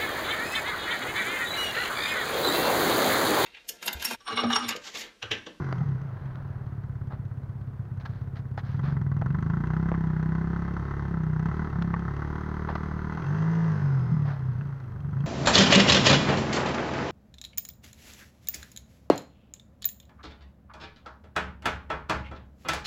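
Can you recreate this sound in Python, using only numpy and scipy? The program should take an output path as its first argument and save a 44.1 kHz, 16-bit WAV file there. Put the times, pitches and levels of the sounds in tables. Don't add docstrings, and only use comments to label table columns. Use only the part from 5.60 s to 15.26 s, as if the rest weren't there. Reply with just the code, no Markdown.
import sys
import numpy as np
from scipy import signal
from scipy.fft import rfft, irfft
from scipy.io import wavfile
from scipy.ndimage import uniform_filter1d

SR = 44100
rng = np.random.default_rng(int(sys.argv[2]) if len(sys.argv) > 2 else 0)


def store_wav(level_fs):
    pcm = np.round(np.clip(np.atleast_2d(level_fs), -1, 1) * 32767)
    wavfile.write(sys.argv[1], SR, pcm.T.astype(np.int16))


N = 426006
TIME = np.arange(N) / SR

# f/Hz, relative density/dB
AIR_SPECTRUM = [(20, -1.5), (100, 7.5), (400, -12.5), (1500, -21.5), (2600, -37.5), (7500, -50.5),
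                (15500, -50)]
# t/s, target rate/(firings per s), lag of flywheel and vehicle/s
THROTTLE_MOVES = [(0.0, 44.8, 0.3), (0.14, 16.31, 0.32), (1.63, 16.65, 0.03), (3.08, 31.45, 0.27),
                  (3.33, 19.29, 0.03), (3.54, 50.27, 1.15), (4.29, 28.75, 0.32), (4.53, 38.25, 0.98),
                  (5.45, 30.68, 0.1), (5.84, 43.44, 0.12), (6.04, 33.79, 0.03), (6.44, 37.82, 0.14),
                  (7.56, 56.25, 0.14), (8.02, 9.59, 1.15), (9.49, 42.88, 0.32)]
# t/s, load/(0-1)
ENGINE_LOAD = [(0, 0.43), (.11, 0.27), (.16, 0.09), (1.3, 0.57), (2.05, .25), (2.45, 0.41), (3.05, 0.55),
               (3.4, 1), (4.4, 0.76), (7.5, 0.61), (7.72, 0.08), (8.1, 0.1), (8.8, 0.09), (9.6, 0.38)]
# t/s, relative level/dB
BOOM_LEVELS = [(0.0, -35), (0.27, -27.5), (0.48, -38), (1.56, -36), (1.69, -38.5), (2.98, -36),
               (3.23, -28.5), (4.71, -28.5), (5.3, -34.5), (5.78, -27), (6.08, -37), (6.19, -28),
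               (6.83, -38), (7.61, -36.5), (7.72, -26.5), (8.66, -25.5), (8.77, -36.5), (8.91, -26.5),
               (9.23, -41), (9.66, -27)]
# f/(silencer pitch), relative level/dB, t60 at full load/s
SILENCER_MODES = [(1.0, 20.5, 0.094), (.8, 3.5, 0.22), (1.45, -10, 0.095)]
# f/Hz, relative level/dB
GULP_SPECTRUM = [(20, -29), (36, -2.5), (72, 8.5), (90, 1), (110, -22.5), (150, -1), (190, 2.5), (235, -15),
                 (275, -8), (350, -8.5), (430, -15), (500, -34.5), (1500, -74)]
# f/Hz, relative density/dB
RASP_SPECTRUM = [(300, -10), (550, -10), (800, -0.5), (1080, -2.5), (1400, -1), (1650, -5.5), (2000, -6.5),
                 (2300, -27.5), (3500, -30), (6300, -39), (7600, -57.5), (15000, -79)]
# f/Hz, relative density/dB
CLATTER_SPECTRUM = [(150, -3), (400, 10), (600, -4.5), (1000, 0), (1450, -4), (1750, -9), (2030, -9),
                    (2300, -22.5), (3400, -28), (5700, -31.5), (6300, -31.5), (7600, -48.5), (15000, -56)]
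# f/Hz, width/Hz, relative level/dB
VALVE_MODES = [(2640, 300, 3.5), (3226, 220, 2), (4150, 1200, -7), (6056, 500, -6.5)]
# t/s, level/dB, length/s, treble gain/dB
SNOW_CRUNCHES = [(.126, -26.5, 0.0036, -2), (0.355, -51, 0.89, -23), (0.756, -44, 0.0019, 10),
                 (1.502, -43.5, 0.055, -19), (2.398, -61, 0.031, 18), (2.451, -46, 0.021, 11),
                 (2.47, -63, 0.17, 11.5), (2.753, -54.5, 0.049, 11.5), (2.975, -51.5, 0.031, 17),
                 (3.03, -56, 0.17, 10.5), (3.229, -43.5, 0.11, 2), (6.222, -29, 0.0055, 0.5),
                 (7.085, -33, 0.042, -32), (7.152, -33.5, 0.011, -0.5), (8.649, -40, 0.11, -3)]
# f/Hz, relative density/dB
SNOW_SPECTRUM = [(250, -3), (700, 6.5), (1600, 3.5), (2600, -12.5), (4400, -14.5), (6500, -29.5),
                 (8000, -45.5), (14000, -44)]
# t/s, level/dB, f/Hz, t60/s
HOLLOW_KNOCKS = [(.127, -30, 840, 0.011), (.214, -37, 767, 0.048), (2.978, -22, 813, 0.014),
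                 (3.621, -20, 760, 0.009), (4.317, -11, 564, 0.0036), (4.341, -25.5, 1140, 0.023),
                 (6.3405, -17, 1100, 0.017), (7.09, -21, 1030, 0.016), (7.157, -23.5, 1190, 0.022),
                 (7.622, -32, 1430, 0.013), (9.011, -31, 1555, 0.01)]
# start/s, end/s, f/Hz, level/dB
METAL_SQUEALS = [(7.55, 8.3, 6200, -73), (8.1, 9.0, 5098, -73)]

IDLE_RATE, CRUISE_RATE, CRUISE_LOAD = 16.3, 33, .8
# dB at cruise, dB per octave of speed, dB per unit load
INTAKE_LAW, RASP_LAW = (-34, 14.7, 7.4), (-44, 13, 18.5)
CLATTER_LAW, TICK_LAW = (-47, 13.3, 4), (-72, 8.2, 1.1)
WALL_DELAY_S, WALL_DB = .0298, -6
NEAREST_S, APPROACH_DB_PER_S = 6.5, 0.16


def from_db(db):
    return 10 ** (np.asarray(db) / 20)


def in_time(rows):
    return np.interp(TIME, *np.transpose(rows))


def evened(x, size=7000):
    power = uniform_filter1d(uniform_filter1d(x * x, size), size // 2)
    return x / np.sqrt(np.maximum(power, 1e-12))


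def convolved(x, response):
    return signal.fftconvolve(x, response)[:N]


def coloured(x, spectrum, size=8192):
    hz, db = np.transpose(spectrum)
    grid = np.maximum(np.fft.rfftfreq(size, 1 / SR), 1)
    gain = from_db(np.interp(np.log(grid), np.log(hz), db))
    cepstrum = irfft(np.log(gain))
    cepstrum[1:size // 2] *= 2
    cepstrum[size // 2 + 1:] = 0
    response = irfft(np.exp(rfft(cepstrum)))
    return convolved(x, response / np.linalg.norm(response))


def butter(order, hz, kind):
    return signal.butter(order, hz, kind, fs=SR, output="sos")


def resonance(x, hz, width_hz):
    r = np.exp(-np.pi * width_hz / SR)
    feedback = [1, -2 * r * np.cos(2 * np.pi * hz / SR), r * r]
    return signal.lfilter(np.array([1, 0, -1]) * (1 - r * r) / 2, feedback, x)


def grains(spread_db):
    sizes = from_db(spread_db * np.clip(rng.standard_normal(N // 20 + 1), -2, 2))
    x = rng.standard_normal(N) * np.repeat(sizes, 20)[:N]
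    return x / x.std()


def pulses(at, spread_db, jitter_s):
    slip, strength = np.clip(rng.standard_normal((len(at), 2)), -2, 2).T
    landing = np.clip(at + (slip * jitter_s * SR).astype(int), 0, N - 1)
    out = np.zeros(N)
    out[landing] = from_db(strength * spread_db)
    return out


def echo(x, delay_s, db):
    return x + from_db(db) * np.interp(TIME - delay_s, TIME, x, left=0)


def winter_air(level_db=-44.5):
    return from_db(level_db) * coloured(rng.standard_normal(N), AIR_SPECTRUM)


def crank_speed(hand_turn_s=.18):
    rate = np.full(N, float(THROTTLE_MOVES[0][1]))
    for s, target, lag_s in THROTTLE_MOVES:
        i = int(s * SR)
        rate[i:] = target + (rate[i] - target) * np.exp(-TIME[:N - i] / lag_s)
    return uniform_filter1d(rate, int(hand_turn_s * SR), mode="nearest")


def surge(rate, brisk_per_s=0.67):
    growth_per_s = np.maximum(np.gradient(np.log(rate)) * SR, 0)
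    return uniform_filter1d(np.tanh(growth_per_s / brisk_per_s), 4000)


def part_gain(law, octaves, load):
    db, db_per_octave, db_per_load = law
    return from_db(db + db_per_octave * octaves + db_per_load * (load - CRUISE_LOAD))


def silencer_pitch(rate, load, idle_hz=110.46, rise_hz=48.7, heating_rate=5.83, coasting_heat=0.13):
    heat = 1 - np.exp(-(rate - IDLE_RATE) * (coasting_heat + load) / heating_rate)
    free_hz = idle_hz + rise_hz * heat
    locked_hz = rate * np.round(free_hz / rate)
    lock = 0.69 * (1 - load)
    return free_hz + lock * (locked_hz - free_hz)


def silencer(at, load, pitch, lead_s=0.002, swell_s=0.0035, stretch=0.51):
    stumble = (1 - load[at]) ** 2
    period = np.gradient(at) / SR
    puffs = pulses(at, .4 + 55 * period * stumble, .00005 + .35 * period ** 2 * stumble)
    t, out = np.arange(SR // 6) / SR, np.zeros(N + SR)
    for i in np.flatnonzero(puffs):
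        age = t / (1 + stretch * (1 - load[i]) ** 2)
        ring = sum(from_db(db - 60 * age / t60) * np.sin(2 * np.pi * ratio * pitch[i] * t)
                   for ratio, db, t60 in SILENCER_MODES)
        swell = 1 - np.exp(-(age / swell_s) ** 2)
        start = max(i - int(lead_s * SR), 0)
        out[start:start + len(t)] -= puffs[i] * ring * swell
    radiated = signal.sosfiltfilt(butter(2, 62, "high"), out[:N])
    return evened(echo(radiated, WALL_DELAY_S, WALL_DB))


def intake(at, load, thin_hz=100):
    strokes = pulses(at, spread_db=.2 + .8 * (1 - load[at]), jitter_s=.00003)
    gulps = coloured(strokes, GULP_SPECTRUM)
    thin = signal.sosfiltfilt(butter(2, thin_hz, "high"), gulps)
    return evened(load * gulps + (1 - load) * thin)


def rasp(at, load, burst_s=0.0041, tail_s=0.028, tail_db=-15, lead_s=0.001519):
    t = np.arange(SR // 20) / SR
    attack = 1 - np.exp(-t / .0005)
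    burst = attack * (np.exp(-(t / burst_s / 2) ** 2) + from_db(tail_db) * np.exp(-t / tail_s))
    firings = pulses(at - int(lead_s * SR), spread_db=1.9 + 2 * (1 - load[at]), jitter_s=.00004)
    repeating = convolved(firings, burst * rng.standard_normal(len(t)))
    turbulent = convolved(firings, burst) * grains(spread_db=1.1)
    gas = repeating + .6 * turbulent
    header_ring = resonance(gas, hz=1030, width_hz=130) + resonance(gas, hz=1333, width_hz=110)
    return evened(coloured(gas + header_ring, RASP_SPECTRUM))


def clatter(cycles, octaves, size=900, gear_db=1.5, gear_db_per_octave=7):
    one_cycle = rng.standard_normal(size)
    gear = evened(np.interp(cycles, np.arange(size) / size, one_cycle, period=1))
    gear = signal.sosfilt(butter(2, 760, "high"), gear)
    gear *= from_db(gear_db + gear_db_per_octave * octaves)
    return evened(coloured(gear + grains(spread_db=8.4), CLATTER_SPECTRUM))


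def valve_ticks(cycles, lead_cycles=0.039, tick_s=0.0034, second_db=-5):
    first, second = (np.flatnonzero(np.diff(np.floor(cycles + lead_cycles + turn))) for turn in (0, .5))
    clicks = pulses(first, 6.6, .0001) + from_db(second_db) * pulses(second, 2.5, .0001)
    taps = convolved(clicks, np.exp(-TIME[:SR // 50] / tick_s)) * rng.standard_normal(N)
    return evened(sum(from_db(db) * resonance(resonance(taps, hz, width), hz, width)
                      for hz, width, db in VALVE_MODES))


def quad(boom_gain_db=2.5, surge_rasp_db=3.5, surge_tick_db=7):
    rate = crank_speed()
    load = np.clip(in_time(ENGINE_LOAD), 0, .98)
    octaves, pull = np.log2(rate / CRUISE_RATE), surge(rate)
    cycles = np.cumsum(rate) / SR
    at = np.flatnonzero(np.diff(np.floor(cycles), prepend=-1))
    boom = from_db(in_time(BOOM_LEVELS) + boom_gain_db) * silencer(at, load, silencer_pitch(rate, load))
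    thud = part_gain(INTAKE_LAW, octaves, load) * load / CRUISE_LOAD * intake(at, load)
    bursts = part_gain(RASP_LAW, octaves, load) * from_db(surge_rasp_db * pull) * rasp(at, load)
    rattle = part_gain(CLATTER_LAW, octaves, load) * clatter(cycles, octaves)
    ticks = part_gain(TICK_LAW, octaves, load) * from_db(surge_tick_db * pull) * valve_ticks(cycles)
    nearness = from_db(APPROACH_DB_PER_S * np.minimum(TIME - NEAREST_S, 0))
    return boom + thud + nearness * (bursts + rattle + ticks)


def crunches(treble_hz=2000):
    body, top = np.zeros((2, N))
    for s, db, length, treble_db in SNOW_CRUNCHES:
        age = np.clip((TIME - s) / length, 0, 10)
        swell = from_db(db) * 2 * np.sqrt(age) * np.exp(-2 * age ** 2)
        body += swell
        top += swell * from_db(treble_db)
    snow = coloured(grains(spread_db=4.0), SNOW_SPECTRUM)
    low = signal.sosfilt(butter(1, treble_hz, "low"), snow)
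    return body * low + top * (snow - low)


def knocks(overtone=1.68, overtone_db=-9):
    out, t = np.zeros(N + SR), np.arange(SR // 10) / SR
    for s, db, hz, t60 in HOLLOW_KNOCKS:
        ring = np.sin(2 * np.pi * hz * t) + from_db(overtone_db) * np.sin(2 * np.pi * overtone * hz * t)
        start = int(s * SR)
        out[start:start + len(t)] += from_db(db - 60 * t / t60) * ring
    direct = signal.sosfilt(butter(2, [350, 2300], "band"), out[:N])
    return echo(direct, delay_s=0.0061, db=-7.5)


def squeals(width_hz=70):
    out = np.zeros(N)
    for start, end, hz, db in METAL_SQUEALS:
        tone = evened(resonance(resonance(rng.standard_normal(N), hz, width_hz), hz, width_hz))
        progress = np.clip((TIME - start) / (end - start), 0, 1)
        out += from_db(db) * tone * np.sin(np.pi * np.sqrt(progress))
    return out


def scene():
    return (winter_air() + quad() + squeals() + knocks() + crunches())[None]


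def record(dry, low_cut_hz=10, high_cut_hz=15800):
    heard = signal.sosfilt(butter(1, low_cut_hz, "high"), dry)
    return signal.sosfilt(signal.ellip(10, .1, 80, high_cut_hz, fs=SR, output="sos"), heard)


dry = scene()
out = record(dry)
store_wav(out)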